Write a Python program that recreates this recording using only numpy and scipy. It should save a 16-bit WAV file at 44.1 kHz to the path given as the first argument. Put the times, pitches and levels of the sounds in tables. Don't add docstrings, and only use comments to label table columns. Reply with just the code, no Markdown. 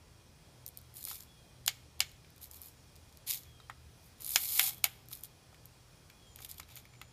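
import sys
import numpy as np
from scipy import signal
from scipy.fft import rfft, irfft
from scipy.io import wavfile
from scipy.ndimage import uniform_filter1d

SR = 44100
rng = np.random.default_rng(int(sys.argv[2]) if len(sys.argv) > 2 else 0)


def voltage_ratio(decibels):
    exponent = np.asarray(decibels, float) / 20
    return 10 ** exponent


def master(y):
    cut = np.clip(np.atleast_2d(y).T, -1, 1)
    pcm = np.round(cut * 32767)
    wavfile.write(sys.argv[1], SR, pcm.astype(np.int16))


N = 313992


def latches():
    # start in seconds, then the peak in dB
    snaps = [
        (1.6784, -19, -13.5, -18.5, -30.5),
        (2.004, -21, -13, -16, -33),
        (4.3586, -15, -10, -14, -25),
        (4.5944, -10.5, -17, -12, -28),
        (4.8414, -10.5, -15.5, -15, -26),
    ]
    # start in seconds, lever peak in dB, tube and stock in dB
    # against the lever, pitch of the lever's ring in Hz.
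    soft_knocks = [(1.074, -54, 2.5, 6, 1699), (1.113, -45, 5.5, 5.5, 2917),
                   (2.2455, -52.5, -14.5, -17, 2398), (3.601, -49.5, -14.5, 1, 3817),
                   (3.6977, -37, -15, 5, 1926), (5.544, -50.5, -8.5, -10.5, 2400),
                   (6.099, -47, -4.5, -19, 2376), (6.388, -45.5, -5.5, -13, 2230),
                   (6.403, -64.5, -4, 17, 790), (5.115, -59, -5, 10.5, 2299), (5.528, -69, 0, 17.5, 789.3),
                   (6.598, -39, 2, -0.5, 2220), (6.63, -48.5, -9, -16, 3867), (6.689, -51, -4.5, -20, 2428),
                   (6.764, -47.5, 1.5, -7, 2537), (6.771, -47, 3, -7, 2252), (6.795, -58.5, -2, -12, 3910),
                   (6.853, -47.5, -7.5, -15, 2291), (6.936, -52, -15.5, -4, 2258),
                   (6.951, -55, -17.5, -10.5, 2246), (7.0146, -37.5, -6.5, -4.5, 2248)]
    blows = [(*row, 2215) for row in snaps]
    for start, lever, tube, stock, ring_hz in soft_knocks:
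        receiver = 0.774 * tube - 1.0
        blows.append((start, lever + tube, lever + receiver, lever, lever + stock, ring_hz))
    out = np.zeros(N)
    for start, *levels_db, ring_hz in blows:
        lever_db = levels_db[2]
        contact_s = .0024 if lever_db > -30 else .0036
        add(out, start, strike(parts(ring_hz, lever_db), levels_db, contact_s, .0005, 0))
    return out


def ticks(answers):
    # start
    # in seconds, tube peak in dB, receiver in dB against the tube.
    tube_ticks = [(0.6632, -27.5, -10.5), (0.6788, -32, -11.5), (0.6875, -34.5, -16.5),
                  (0.773, -30, -13), (0.7879, -46.5, -1.5), (0.815, -46.5, -13.5), (0.9411, -40.5, -18),
                  (0.968, -34, -7), (0.9894, -38, -9.5), (1.0082, -38.5, -7), (1.0279, -32.5, -7.5),
                  (1.0405, -27.5, -14), (1.0513, -23.5, -9.5), (1.1444, -37, -8), (1.1568, -37, -2),
                  (1.2058, -37, -2), (1.2245, -44, 0), (1.2341, -46, -3.5), (1.6625, -22, -7.5),
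                  (2.1163, -48, -2.5), (2.3032, -49.5, -11.5), (2.362, -48.5, -9), (2.3801, -48, -2),
                  (2.431, -35.5, -15), (2.442, -34, -7.5), (2.5125, -36, -6.5), (2.6169, -32, -23.5),
                  (2.6333, -39.5, -6.5), (2.6585, -39, -19.5), (2.6844, -42, -5.5),
                  (3.172, -42.5, -4), (3.2701, -41, -10), (3.336, -25, -2), (3.392, -41, -18),
                    (3.434, -48, 3.5), (4.2067, -36.5, -17.5), (4.2198, -30.5, -15.5),
                    (4.2459, -25.5, -9.5), (4.2641, -23.5, -15), (4.2771, -28.5, -19), (4.292, -22, -19.5),
                    (4.307, -23, -24), (4.316, -39.5, -7), (4.3374, -29, -7.5), (4.347, -25.5, -3.5),
                    (4.7812, -40, -15.5), (4.745, -38, -15), (5.0578, -53, -7.5), (5.0858, -38.5, -6.5),
                    (5.1522, -33, -21.5), (5.209, -42, -14), (5.236, -26.5, -15.5), (5.254, -37.5, -13),
                    (5.656, -37, -14), (6.42, -39, -5), (6.492, -36, -20.5), (6.5133, -30.5, -5.5),
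                    (6.543, -47, -7.5), (6.7566, -34.5, -18.5)]
    landings = [(1.675, -29.5, -9), (1.994, -39.5, -14), (2.0933, -55.5, 6.5), (2.9562, -53, 5.5),
                (2.9627, -45.5, -4), (3.0946, -57.5, 3.5), (3.1259, -55, 2.5), (3.3038, -21.5, -6.5),
                (3.309, -21.5, -2.5), (3.3191, -26.5, 0.5), (3.345, -28, -5.5), (3.3745, -42, 6.5),
                (4.6361, -34.5, -8.5), (4.838, -38, -6.5), (5.129, -30, -12.5), (5.1331, -31, -5),
                (6.3593, -35, -15), (6.448, -31, -7.5), (6.4511, -35, -18.5)]
    out = np.zeros(N)
    for rows, lever_db in [(tube_ticks, -32.5), (landings, -10.5)]:
        for start, db, receiver_db in rows:
            levels_db = [db, db + receiver_db, db + lever_db]
            add(out, start, strike(answers[:3], levels_db, .0014, .0003, -5))
    return out


def strike(answers, levels_db, contact_s, rise_s, echo_db):
    echo_tone_db = [
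        -2.5,
        -1.4489,
        3.8143,
        2.1535,
    ]
    t = np.arange(SR // 5) / SR
    burst = np.exp(-(t / contact_s) ** 1.5) * np.minimum(t / rise_s, 1)
    out = 0
    for part, (db, answer, tone_db) in enumerate(zip(levels_db, answers, echo_tone_db)):
        hit = [1] if part == 3 else burst[:600] * rng.standard_normal(600)
        blow = signal.fftconvolve(hit, answer)
        strength = np.sqrt(np.mean(blow[:round(1.3 * contact_s * SR)] ** 2))
        scattered = signal.fftconvolve(echo() * rng.standard_normal(len(t)), answer)
        both = scattered * voltage_ratio(echo_db + tone_db) / np.linalg.norm(answer)
        both[:len(blow)] += blow / strength
        out = out + voltage_ratio(db - 9) * both
    return out


def parts(lever_hz=None, lever_db=0):
    part_bands = [
        (8000, 16000),
        (4000, 8000),
        (2100, 4000),
        (620, 1500),
    ]
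    # centre in Hz, width in Hz, height over the band in dB.
    part_humps = [
        [(9700, 700, 4), (12100, 1300, 10), (13700, 900, 7)],
        [(4200, 700, 8), (5100, 300, 5), (7000, 500, 8)],
        [(2250, 180, 9), (3500, 700, 9)],
        [(790, 80, 13), (1050, 110, 7), (1280, 110, 10)],
    ]
    answers = [colour(band, humps) for band, humps in zip(part_bands, part_humps)]
    if lever_hz:
        soft = lever_db < -30
        lever_humps = [(lever_hz, 200, 14 if soft else 9), (3200, 800, 2 if soft else 8)]
        answers[2] = colour((1400, 4000), lever_humps)
        if soft and lever_hz > 1000:
            answers[3] = colour((700, 1800), [(790, 60, 10), (1050, 90, 11), (1290, 110, 15)])
        else:
            wood = colour((640, 1500), [(779.45, 73.86, 15.478), (1287.9, 233.1, 7.62)])
            thump = colour((220, 600), [])
            answers[3] = wood + voltage_ratio(-2.5) * thump
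    return answers


def colour(band, humps):
    hz = np.fft.rfftfreq(4096, 1 / SR) + 1
    power = 1 + sum(voltage_ratio(2 * db) / (1 + (2 * (hz - f) / width_hz) ** 2) for f, width_hz, db in humps)
    power = power / (1 + (band[0] / hz) ** 8) / (1 + (hz / band[1]) ** 8)
    cepstrum = irfft(np.log(power + 1e-9) / 2)
    cepstrum[1:2048] *= 2
    cepstrum[2049:] = 0
    return irfft(np.exp(rfft(cepstrum)))[:2048]


def add(mix, start, sound):
    part = mix[round(start * SR):][:len(sound)]
    part += sound[:len(part)]


def pellets(answers):
    # level in dB against the tube, dB gained per dB of weight.
    roll_shares = [
        (0, 0),
        (-7, .5),
        (-12.5, 1.1307),
        (-28.5, 1.7053),
    ]
    pellets_per_s, spread_db = 3500, 3.5
    bounce = voltage_ratio(-60 * np.arange(500) / SR / .009)
    out = np.zeros(N)
    for start, level_db, weight_db, stock_db in rolls():
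        count = len(level_db)
        share = np.clip(voltage_ratio((level_db + 36) * .6), .22, 1)
        size = voltage_ratio(spread_db * np.minimum(rng.exponential(1, count), 4))
        hits = size * (rng.random(count) < share * pellets_per_s / SR)
        crowd = signal.fftconvolve(hits / np.sqrt(share), bounce)[:count]
        crowd = crowd * signal.windows.tukey(count, .05)
        for answer, (part_db, deep), more_db in zip(answers, roll_shares, [0, 0, 0, stock_db]):
            rattle = signal.fftconvolve(crowd * rng.standard_normal(count), answer)[:count]
            add(out, start, voltage_ratio(level_db + part_db + more_db + deep * weight_db) * evened(rattle))
    return out


def rolls():
    # time in seconds, tube level in dB, weight in dB.
    load_slide = [
        (4.17, -72.5, 14),
        (4.215, -51, 1.5),
        (4.31, -39.5, -4),
        (4.4, -37.5, -1.5),
        (4.5, -38.5, -3),
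        (4.59, -32, -2.5),
        (4.69, -34, 0.5),
        (4.72, -47.5, 3),
        (4.81, -63.5, 10.5),
    ]
    # start,
    # fastest moment and end in seconds, tube level in dB, weight in dB.
    tilt_rolls = [(0.93, 0.967, 1.0995, -51, -3), (1.033, 1.08, 1.273, -45.5, 0),
                  (1.099, 1.116, 1.13, -56, 13.5), (2.397, 2.431, 2.4938, -52, -1.5),
                  (2.49, 2.517, 2.682, -54.5, -3.5), (2.598, 2.638, 2.7465, -54.5, -3.5),
                  (3.26, 3.28, 3.4346, -38, 1.5), (3.394, 3.447, 3.5553, -69.5, 13),
                  (3.953, 4.059, 4.149, -67.5, -9), (5.088, 5.119, 5.2351, -50, -0.5),
                  (5.221, 5.243, 5.2674, -52.5, 2), (6.36, 6.447, 6.48, -53, 6),
                  (6.479, 6.5, 6.584, -52.5, 3), (6.562, 6.589, 6.5867, -50, 3),
                  (6.662, 6.715, 6.8305, -64.5, 12), (6.746, 6.773, 6.83, -55, 8.5)]
    s, db, weight = np.transpose(load_slide)
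    t = np.arange(s[0], s[-1], 1 / SR)
    all_rolls = [(s[0], np.interp(t, s, db), np.interp(t, s, weight), 6.5)]
    for start, fastest, end, tube_db, weight_db in tilt_rolls:
        all_rolls.append((start, tube_db + arch(start, fastest, end, -28, 2.0921), weight_db, 0))
    return all_rolls


def arch(start, top, end, ends_db, rounded):
    t = np.arange(start, end, 1 / SR)
    return ends_db * np.interp(t, [start, top, end], [1, 0, 1]) ** rounded


def evened(x):
    return x / np.sqrt(np.mean(x ** 2) + 1e-20)


def echo():
    arrives_s, holds_s = 0.0024635, 0.011952
    t = np.arange(SR // 5) / SR
    near = voltage_ratio(-15.5 - 60 * np.maximum(t - holds_s, 0) / 0.07826)
    yard = voltage_ratio(-30.5 - 60 * t / 0.4574)
    return np.minimum(t / arrives_s, 1) ** 1.135 * np.hypot(near, yard)


def patio(x):
    turn = 2 * np.pi * np.arange(N) / SR / .23
    shares = [np.sqrt(2 / 3) * np.cos(turn + k * np.pi / 3) for k in range(3)]
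    paths = echo() * rng.standard_normal((3, SR // 5)) / np.linalg.norm(echo())
    return sum(signal.oaconvolve(x * share, path)[:N] for share, path in zip(shares, paths))


def drones():
    # pitch in Hz, width in Hz, level in dB.
    hum_lines = [
        (40.805, 7.3, -77),
        (62.375, 6.5, -85),
        (78.48, 3.9, -68.5),
        (122.64, 5.043, -66.5),
        (156.75, 7.87, -74),
        (2447.5, 22.86, -80.5),
        (3286.9, 67.74, -81),
        (5673, 200, -90),
    ]
    return sum(voltage_ratio(db) * fuzz(np.full(N, hz), width_hz) for hz, width_hz, db in hum_lines)


def fuzz(hz, width_hz):
    r = np.exp(-np.pi * width_hz / SR)
    count = len(hz) + SR
    noise = rng.standard_normal(count) + 1j * rng.standard_normal(count)
    slow = signal.lfilter([1], [1, -2 * r, r * r], noise)[SR:]
    return evened((slow * np.exp(2j * np.pi * np.cumsum(hz) / SR)).real)


def birds():
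    # start in seconds, length in seconds, first pitch in Hz, level in dB.
    bird_whistles = [(1.22, .31, 3500, -71), (3.38, .3, 3450, -68), (4.69, .19, 3450, -70),
                     (6.13, .27, 3430, -70)]
    # start in seconds, length in seconds, first and last pitch in Hz,
    # level in dB.
    bird_chirps = [
        (2.75, 0.0767, 7020, 6880, -76.5),
        (6.245, 0.2046, 7568, 6176, -70),
        (6.862, 0.28, 7200, 6950, -71.5),
    ]
    sag_hz_per_s, whistle_blur_hz, chirp_blur_hz = 1150, 23, 230
    calls = [(start, length, hz, hz - sag_hz_per_s * length, db, whistle_blur_hz, 1)
             for start, length, hz, db in bird_whistles]
    calls += [(*row, chirp_blur_hz, 0) for row in bird_chirps]
    out = np.zeros(N)
    for start, length, hz, last_hz, db, blur_hz, pure in calls:
        swell_db = arch(0, 0.425 * length, length, -7, 1.51)
        pitch = np.linspace(hz, last_hz, len(swell_db))
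        clear = pure * np.sqrt(2) * np.sin(2 * np.pi * np.cumsum(pitch) / SR)
        call = evened(clear + .6 * fuzz(pitch, blur_hz))
        add(out, start, voltage_ratio(db + swell_db) * call * signal.windows.tukey(len(pitch), .2))
    return out


def air():
    # frequency in Hz, level in dB per Hz.
    air_tone = [(22, -34), (34, -21.5), (70, -3), (200, -15.5), (400, -19), (800, -22), (1600, -27),
                (3000, -29), (5500, -26.5), (7000, -32), (10000, -31), (11500, -37), (15500, -37),
                (17000, -52)]
    # time in seconds, change in dB.
    breeze_drift = [(0, -1.5), (1, 0.4789), (2, -0.989), (3, 0.417), (3.8, -0.58), (4.05, 0.5), (5, -1),
                    (6, 0.1838), (7.12, -2)]
    frames, hz = N // 512 + 5, np.fft.rfftfreq(2048, 1 / SR)
    a, b, patches = rng.standard_normal((frames, 1025, 3)).T
    patches = uniform_filter1d(patches, size=24, axis=0)
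    patches = evened(uniform_filter1d(patches, size=10, axis=1))
    drift_db = np.interp(np.arange(frames) * 512 / SR, *np.transpose(breeze_drift))
    breeze_db = drift_db * np.clip(hz / 8000, 0, 2)[:, None]
    z = (a + 1j * b) * voltage_ratio(read(air_tone, hz)[:, None] + 0.8605 * patches + breeze_db)
    return voltage_ratio(-61) * evened(signal.istft(z, nperseg=2048, noverlap=1536)[1][:N])


def read(points, hz):
    f, value = np.transpose(points)
    return np.interp(np.log(hz + 1), np.log(f + 1), value)


def scene():
    answers = parts()
    roll = voltage_ratio(-2.0) * pellets(answers)
    rifle = latches() + ticks(answers) + roll + voltage_ratio(-8.5) * patio(roll)
    return (rifle + drones() + birds() + air())[None]


def band_limit(x):
    return signal.sosfilt(signal.butter(12, 16650, fs=SR, output="sos"), x)


def record(dry):
    limited = signal.oaconvolve(dry, signal.firwin(255, 15300, fs=SR)[None], "same")
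    return band_limit(limited)


dry = scene()
out = record(dry)
master(out)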